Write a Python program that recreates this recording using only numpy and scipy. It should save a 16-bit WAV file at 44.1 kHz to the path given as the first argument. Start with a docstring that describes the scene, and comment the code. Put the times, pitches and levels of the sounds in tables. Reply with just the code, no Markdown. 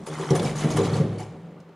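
"""Hard-walled entrance: a metal grille door is worked open, close to the microphone.
Its frame booms in struck modes at each jolt; between jolts small bumps make it judder, hum and sway.
Steel scrapes on steel in streams of tiny contacts; loose bars chatter in bursts, click and ring briefly.
The door comes to rest and the hallway, a tail of decaying noise, rings out over quiet air."""
import sys
import numpy as np
from scipy import signal
from scipy.fft import rfft, irfft, next_fast_len
from scipy.io import wavfile
from scipy.ndimage import map_coordinates

SR = 44100
rng = np.random.default_rng(int(sys.argv[2]) if len(sys.argv) > 2 else 0)


def unload_audio(sound):
    """Save the sound as a 16-bit wav file, at the path given as the first command line argument."""
    columns = np.transpose(np.atleast_2d(sound))
    # keep every value between -1 and 1, then stretch to whole-number steps
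    steps = np.round(np.clip(columns, -1, 1) * 32767)
    wavfile.write(sys.argv[1], SR, steps.astype(np.int16))


N = 77175
TIME = np.arange(N) / SR
TOP_HZ = 15750  # upper band limit


def amp(db):
    """Decibels to gain."""
    return 10 ** (np.asarray(db) / 20)


def unit(x):
    """Scale to rms 1."""
    return x / np.sqrt(np.mean(x ** 2) + 1e-20)


def along(points, hz):
    """Interpolate (f, value) points on a log-frequency axis."""
    f, value = np.transpose(points)
    return np.interp(np.log(hz + 1), np.log(f + 1), value)


def level(rows):
    """Gain per sample from (t/s, level/dB) rows."""
    return amp(np.interp(TIME, *np.transpose(rows)))


def bump(hz, centre_hz, octaves):
    """Bell curve of height 1 on a log-frequency axis."""
    return np.exp(-.5 * (np.log2((hz + 1) / centre_hz) / octaves) ** 2)


def coloured(x, curve):
    """Shape x by a dB function of frequency."""
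    m = next_fast_len(N + SR // 4)
    gain = amp(curve(np.fft.rfftfreq(m, 1 / SR)))
    return irfft(rfft(x, m) * gain, m)[..., :N]


def noise(curve):
    """Coloured noise of rms 1."""
    return unit(coloured(rng.standard_normal(N), curve))


def contacts(rate):
    """Tiny impacts of random size at random moments, rate a second."""
    return unit((rng.random(N) < rate / SR) * rng.standard_normal(N))


def release(t, hold, t60):
    """Full level until hold, then exponential decay."""
    return amp(-60 * np.maximum(t - hold, 0) / t60)


def envelope(start, rise, hold, t60):
    """Linear rise, hold counted from the start, and exponential release."""
    t = np.maximum(TIME - start, 0)
    return np.minimum(t / rise, 1) * release(t, hold, t60)


def ring(modes, start=0, colour=lambda hz: 0, hold=0, scatter_db=1, detune=0.012):
    """Damped modes struck at start, a little different each time, of unit summed power."""
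    hz, db, t60 = np.transpose(modes)[:, :, None]
    t = np.maximum(TIME - start, 0)
    gain = amp(db + colour(hz) + scatter_db * rng.standard_normal(hz.shape))
    hz = hz * (1 + detune * rng.standard_normal(hz.shape))
    sign = (-1) ** (np.arange(len(hz))[:, None] // 4)  # polarity flips every four modes
    waves = sign * gain * np.sin(2 * np.pi * hz * t) * release(t, hold, t60)
    return np.sum(waves, 0) / np.sqrt(np.sum(gain ** 2) / 2)


def through(x, response):
    """Play x through an impulse response of unit energy."""
    return signal.fftconvolve(x, response / np.linalg.norm(response))[:N]


# modes of the door frame, also used by judder() [f/Hz, relative level/dB, t60/s]
FRAME_MODES = [(104.1, -12, 1), (151.66, -0.5, 0.58), (164.8, -4.5, 0.65), (212.5, -6, 0.63),
               (316.6, -4.5, 0.71), (362, -16, 0.26), (388.6, -6.5, 0.32), (443.2, -12.5, 0.13),
               (473.6, -12, 0.65), (540.6, -7.5, 0.5), (627.5, -17, 0.57), (744, -13.5, 0.56),
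               (854, -15, 0.068)]
# jolts of the frame [t/s, relative level/dB, centre f/Hz, time it keeps shuddering/s]
FRAME_JOLTS = [(.003, -35.5, 218, 0.037), (.072, -33.5, 457, 0.03), (0.196, -26, 385, 0.015),
               (0.306, -13.5, 154, 0.037), (.306, -18.5, 426, 0.032), (0.401, -25, 515, 0.027),
               (.403, -25.5, 207, 0.036), (.452, -17, 123, 0.0097), (.643, -13, 150, 0.031),
               (0.736, -24, 151, 0.018), (.783, -16.5, 423, 0.026), (0.867, -22.5, 111, 0.021),
               (0.921, -17.5, 145, 0.014), (.997, -23.5, 490, 0.028), (.999, -14, 146, 0.011),
               (1.039, -17.5, 194, 0.023), (1.194, -35.5, 785, 0.032), (1.344, -34.5, 110, 0.015),
               (1.558, -44, 1300, 0.023), (1.691, -43, 413, .002)]
# dull body of a jolt [f/Hz, relative level/dB]
THUD_SPECTRUM = [(30, -66), (75, -40), (115, -5.5), (200, 1), (480, -3), (700, -10), (1200, -16),
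                 (2000, -33), (6000, -67)]
JOLT_RISE_S, JOLT_FOCUS_DB, JOLT_OCTAVES = 0.0031, 15.5, 0.29
THUD_DB, THUD_T60_S, HAND_T60_S = -5, 0.098, .2
FRAME_LOWEST_HZ = 75.6


def jolts():
    """Frame modes boom over a dull thud; where a jolt lands picks the leading modes, and the hand damps them."""
    out = np.zeros(N)
    for s, db, centre_hz, hold in FRAME_JOLTS:
        colour = lambda hz: JOLT_FOCUS_DB * bump(hz, centre_hz, JOLT_OCTAVES)
        thud = noise(lambda hz: along(THUD_SPECTRUM, hz) + colour(hz))
        thud = thud * envelope(s, JOLT_RISE_S, hold, THUD_T60_S)
        boom = ring(FRAME_MODES, s, colour, hold) * envelope(s, JOLT_RISE_S, hold, HAND_T60_S)
        out += amp(db - 4.5) * (boom + amp(THUD_DB) * thud)
    return signal.sosfilt(signal.butter(2, FRAME_LOWEST_HZ, "high", fs=SR, output="sos"), out)


# juddering of the moving door [t/s, relative level/dB]
JUDDER_LEVEL = [(0, -35), (.06, -51), (.12, -37), (.29, -36), (.4, -23), (.5, -28), (.58, -34.5),
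                (.68, -24), (1.02, -25), (1.13, -30), (1.25, -38.5), (1.6, -47), (1.75, -59.5)]
# rumble of the door between its modes [f/Hz, relative level/dB]
RUMBLE_SPECTRUM = [(25, -49), (62, -35), (85, -47), (110, -1.5), (180, 9.5), (280, -4.5), (500, -2.5),
                   (700, -15), (1100, -34), (2000, -28.5), (4000, -33.5), (9000, -74)]
JUDDERS_PER_S, MODES_DB, RUMBLE_DB = 900, -6.0, -5


def judder():
    """Small bumps excite the moving frame's modes and the broad rumble between them."""
    modal = unit(through(contacts(JUDDERS_PER_S), ring(FRAME_MODES)))
    rumble = unit(coloured(contacts(JUDDERS_PER_S), lambda hz: along(RUMBLE_SPECTRUM, hz)))
    return level(JUDDER_LEVEL) * (amp(MODES_DB) * modal + amp(RUMBLE_DB) * rumble)


# the frame hums on one low mode as it is dragged [t/s, length/s, level/dB, f/Hz]
FRAME_HUMS = [(0.096, 0.28, -37, 153.8), (0.526, 0.13, -33, 151.3), (0.746, 0.37, -34.5, 106),
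              (1.12, 0.1, -40.5, 107.7), (1.348, 0.15, -43, 169.3), (1.525, 0.28, -56.5, 164.5)]
HUM_RISE_S, HUM_T60_S, HUM_WAVER_HZ, HUM_WAVER_PER_S = 0.0034, 0.39, 2.57, 27


def hums():
    """The dragged frame sounds one low mode at a time, its pitch wavering at random."""
    out = np.zeros(N)
    for s, length, db, hz in FRAME_HUMS:
        waver = map_coordinates(rng.standard_normal(size=200), [TIME * HUM_WAVER_PER_S])
        phase = 2 * np.pi * np.cumsum(hz + HUM_WAVER_HZ * waver) / SR
        tone = np.sqrt(2) * np.sin(phase)  # rms 1
        out += amp(db) * tone * envelope(s, HUM_RISE_S, length, HUM_T60_S)
    return out


# low sway of the whole door while it moves [t/s, level/dB]
SWAY_LEVEL = [(0, -58), (.3, -59), (.5, -49), (.8, -41), (1.05, -60), (1.4, -64), (1.75, -83)]
SWAY_HZ, SWAY_OCTAVES = 46, 0.18


def sway():
    """The whole door sways as a narrow band of deep noise."""
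    return level(SWAY_LEVEL) * noise(lambda hz: 20 * np.log10(bump(hz, SWAY_HZ, SWAY_OCTAVES) + 1e-9))


PINGS_PER_S, PING_T60_S, PING_SCATTER_DB, PING_SHARE = 2400, .02, 4, .5  # share of power


def pings():
    """A stream of tiny steel contacts, each ringing briefly at its own pitch."""
    when, pitch, size = rng.random((int(PINGS_PER_S * N / SR), 3)).T[:, :, None]
    k = np.arange(int(PING_T60_S * SR))
    gain_db = -PING_SCATTER_DB * np.log(1 - size) / 2  # many weak pings, few strong ones
    grains = amp(gain_db - 60 * k / len(k)) * np.sin(2 * np.pi * pitch * TOP_HZ * k / SR)
    places = (when * N).astype(int) + k
    return unit(np.bincount(places.ravel(), grains.ravel(), N)[:N])


def grit(rate):
    """Rough steel gives ringing pings mixed with bare impacts."""
    return np.sqrt(PING_SHARE) * pings() + np.sqrt(1 - PING_SHARE) * contacts(rate)


# steel sliding on steel [t/s, relative level/dB]
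SLIDE_LEVEL = [(0, -51), (.055, -48.5), (.075, -41.5), (.15, -36), (.29, -34), (.34, -33.5), (.5, -38),
               (.545, -43), (.62, -31.5), (.69, -37), (.75, -38), (.79, -25.5), (.83, -35.5), (.97, -34.5),
               (1.06, -44.5), (1.17, -49.5), (1.35, -56.5), (1.75, -74)]
# colour of the scrape [f/Hz, relative level/dB]
SCRAPE_SPECTRUM = [(150, -3.5), (500, 1), (850, 5.5), (1200, 3.5), (1600, -3), (2100, -3), (2700, -10.5),
                   (3300, -6), (4600, -13.5), (6600, -12), (7700, -15), (10000, -17), (12000, -31.5),
                   (15500, -69)]
SLIPS_PER_S = 4500


def scrape():
    """Sliding steel sticks and slips in a dense stream of tiny contacts."""
    slips = coloured(grit(SLIPS_PER_S), lambda hz: along(SCRAPE_SPECTRUM, hz))
    return level(SLIDE_LEVEL) * unit(slips)


# colour of the struck bars [f/Hz, relative level/dB]
BAR_SPECTRUM = [(200, -20), (700, 13.5), (1500, 2), (2700, -1), (4500, -3.5), (7000, -4.5), (8000, -8.5),
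                (10000, -6), (12000, -20.5), (15500, -43)]
FOCUS_OCTAVES, OWN_RING_DB, OWN_RING_OCTAVES = .55, 6, .025


def focus(centre_hz, boost_db):
    """Spectrum of one struck bar: strongest around its own pitch, where it also rings."""
    def curve(hz):
        around = boost_db * bump(hz, centre_hz, FOCUS_OCTAVES)
        own_ring = OWN_RING_DB * bump(hz, centre_hz, OWN_RING_OCTAVES)
        return along(BAR_SPECTRUM, hz) + around + own_ring
    return curve


# chatter of the loose bars and the latch [t/s, length/s, relative level/dB, centre f/Hz, t60/s]
CHATTER_BURSTS = [(0.06, 0.018, -36, 9400, 0.097), (0.13, 0.018, -40, 6600, 0.049),
                  (0.174, 0.051, -43.5, 6960, 0.099), (0.347, 0.018, -27.5, 9600, 0.096),
                  (0.413, 0.054, -38, 8440, 0.26), (0.446, 0.067, -39, 2360, 0.11),
                  (0.553, 0.045, -33.5, 6820, 0.13), (0.603, 0.07, -38.5, 2990, 0.36),
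                  (0.699, 0.021, -33, 6600, 0.18), (0.76, 0.013, -30, 8000, 0.044),
                  (0.77, 0.0054, -29, 9100, 0.02), (0.828, 0.037, -32.5, 3900, 0.078),
                  (0.928, 0.041, -36.5, 3500, 0.2), (1.179, 0.0095, -41.5, 7340, 0.21),
                  (1.193, 0.017, -44.5, 2360, 0.22)]
CHATTER_RISE_S, CONTACTS_PER_S, CHATTER_FOCUS_DB = 0.0085, 4000, 5


def chatter():
    """Loose bars and the latch rattle in short bursts of contacts, each around its own pitch."""
    out = np.zeros(N)
    rattle = grit(CONTACTS_PER_S)
    for s, length, db, centre_hz, t60 in CHATTER_BURSTS:
        burst = unit(coloured(rattle, focus(centre_hz, CHATTER_FOCUS_DB)))
        out += amp(db) * burst * envelope(s, CHATTER_RISE_S, length, t60)
    return out


# sharp clicks of steel [t/s, relative level/dB, centre f/Hz]
STEEL_CLICKS = [(0.068, -34, 9300), (0.305, -25.5, 6000), (0.3963, -26, 3600), (0.43, -31, 9700),
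                (0.637, -31, 2020), (0.77, -25.5, 13300), (1.602, -52, 5730), (1.69, -57, 2950)]
CLICK_RISE_S, CLICK_T60_S, CLICK_FOCUS_DB = 0.00018, 0.047, 6


def clicks():
    """A single blow on steel is a sharp onset of coloured noise that dies fast."""
    out = np.zeros(N)
    for s, db, centre_hz in STEEL_CLICKS:
        out += amp(db) * noise(focus(centre_hz, CLICK_FOCUS_DB)) * envelope(s, CLICK_RISE_S, 0, CLICK_T60_S)
    return out


# modes of the bars [f/Hz, relative level/dB, t60/s]
RESONANT_BARS = [(1243, -0.5, 0.17), (2144, -3.5, 0.064), (2255, 4.5, 0.13), (3106, 7, 0.16)]
BAR_RING_DB, STEEL_DB = -20.5, -3.5


def steel():
    """Scrape, chatter and clicks all set the bars ringing in their modes."""
    struck = scrape() + chatter() + clicks()
    return amp(STEEL_DB) * (struck + amp(BAR_RING_DB) * through(struck, ring(RESONANT_BARS)))


# single bars that are caught and ring clearly [t/s, level/dB, f/Hz, t60/s]
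CAUGHT_BARS = [(.303, -26, 5600, 0.028), (.359, -26, 9370, 0.062), (.391, -32.5, 3480, .055),
               (0.443, -31.5, 5470, 0.042), (0.464, -34.5, 2270, .16), (.817, -32, 6900, 0.028),
               (.936, -35, 4390, 0.083), (1.18, -44.5, 4540, 0.094), (1.187, -48.5, 2254, 0.13),
               (1.601, -56, 5890, 0.022)]
RING_RISE_S, RING_PAIR_HZ = 0.0039, 45.46  # pair spacing is the standard deviation


def rings():
    """A caught bar sings on a close pair of modes, one for each way that it bends."""
    out = np.zeros(N)
    for s, db, hz, t60 in CAUGHT_BARS:
        first = np.sin(2 * np.pi * hz * TIME)
        second_hz = hz + RING_PAIR_HZ * rng.standard_normal()
        second = .5 * np.sin(2 * np.pi * (second_hz * TIME + rng.random()))
        out += amp(db) * (first + second) * envelope(s, RING_RISE_S, 0, t60)
    return out


# decay of the hallway [f/Hz, t60/s]
HALL_DECAY = [(100, 0.49), (500, 0.77), (2000, 1), (5000, 0.59), (10000, 0.27)]
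STEEL_WET_DB, FRAME_WET_DB = -13, -9


def hall(x):
    """The hallway answers with a tail of noise whose bands decay separately; the treble dies first."""
    hz, t, bands = signal.stft(rng.standard_normal(SR), SR, nperseg=256)
    decay = amp(-60 * t / along(HALL_DECAY, hz)[:, None])
    return through(x, signal.istft(bands * decay, SR, nperseg=256)[1])


# stereo width [f/Hz, side over mid level/dB]
SIDE_WIDTH = [(40, -20), (120, -88), (250, -25), (1000, -17.5), (2800, -14.5), (5500, -9), (10000, -8),
              (13000, 4.5)]
LEFT_DB = 0.12  # left is raised and right lowered by this


def spread(x, other, walls_t60_s=0.076):
    """The scatter of the near walls differs between left and right, mostly in the treble."""
    scatter = rng.standard_normal(N) * envelope(0, 0.00067, 0, walls_t60_s)
    side = coloured(through(other, scatter), lambda hz: along(SIDE_WIDTH, hz))
    return np.array([x + side, x - side]) * amp([[LEFT_DB], [-LEFT_DB]])


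# colour of the quiet air [f/Hz, relative level/dB]
AIR_SPECTRUM = [(25, -44), (70, -21), (170, 6.5), (500, 6.5), (1500, -5), (4000, -18.5), (10000, -35),
                (15000, -36)]
AIR_DB = -53.5


def air():
    """The quiet air of the hallway is steady coloured noise."""
    return amp(AIR_DB) * noise(lambda hz: along(AIR_SPECTRUM, hz))


def scene():
    """Frame and bars in the hallway, over its quiet air."""
    boom = jolts() + judder() + hums() + sway()
    caught = rings()

    def heard(clatter):
        """Direct sound, the hallway's answer and air."""
        wet = amp(FRAME_WET_DB) * hall(boom) + amp(STEEL_WET_DB) * hall(clatter)
        return boom + clatter + wet + air()

    # fresh random contacts and hall tails feed the side signal
    return spread(heard(steel() + caught), heard(steel() + caught))


LOW_CUT_HZ = 60


def record(dry):
    """The microphone loses the deepest bass, and the sound above the band limit is cut by 120 dB."""
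    thin = signal.sosfilt(signal.butter(2, LOW_CUT_HZ, "high", fs=SR, output="sos"), dry)
    return coloured(thin, lambda hz: -120 * (hz > TOP_HZ))


dry = scene()
out = record(dry)
unload_audio(out)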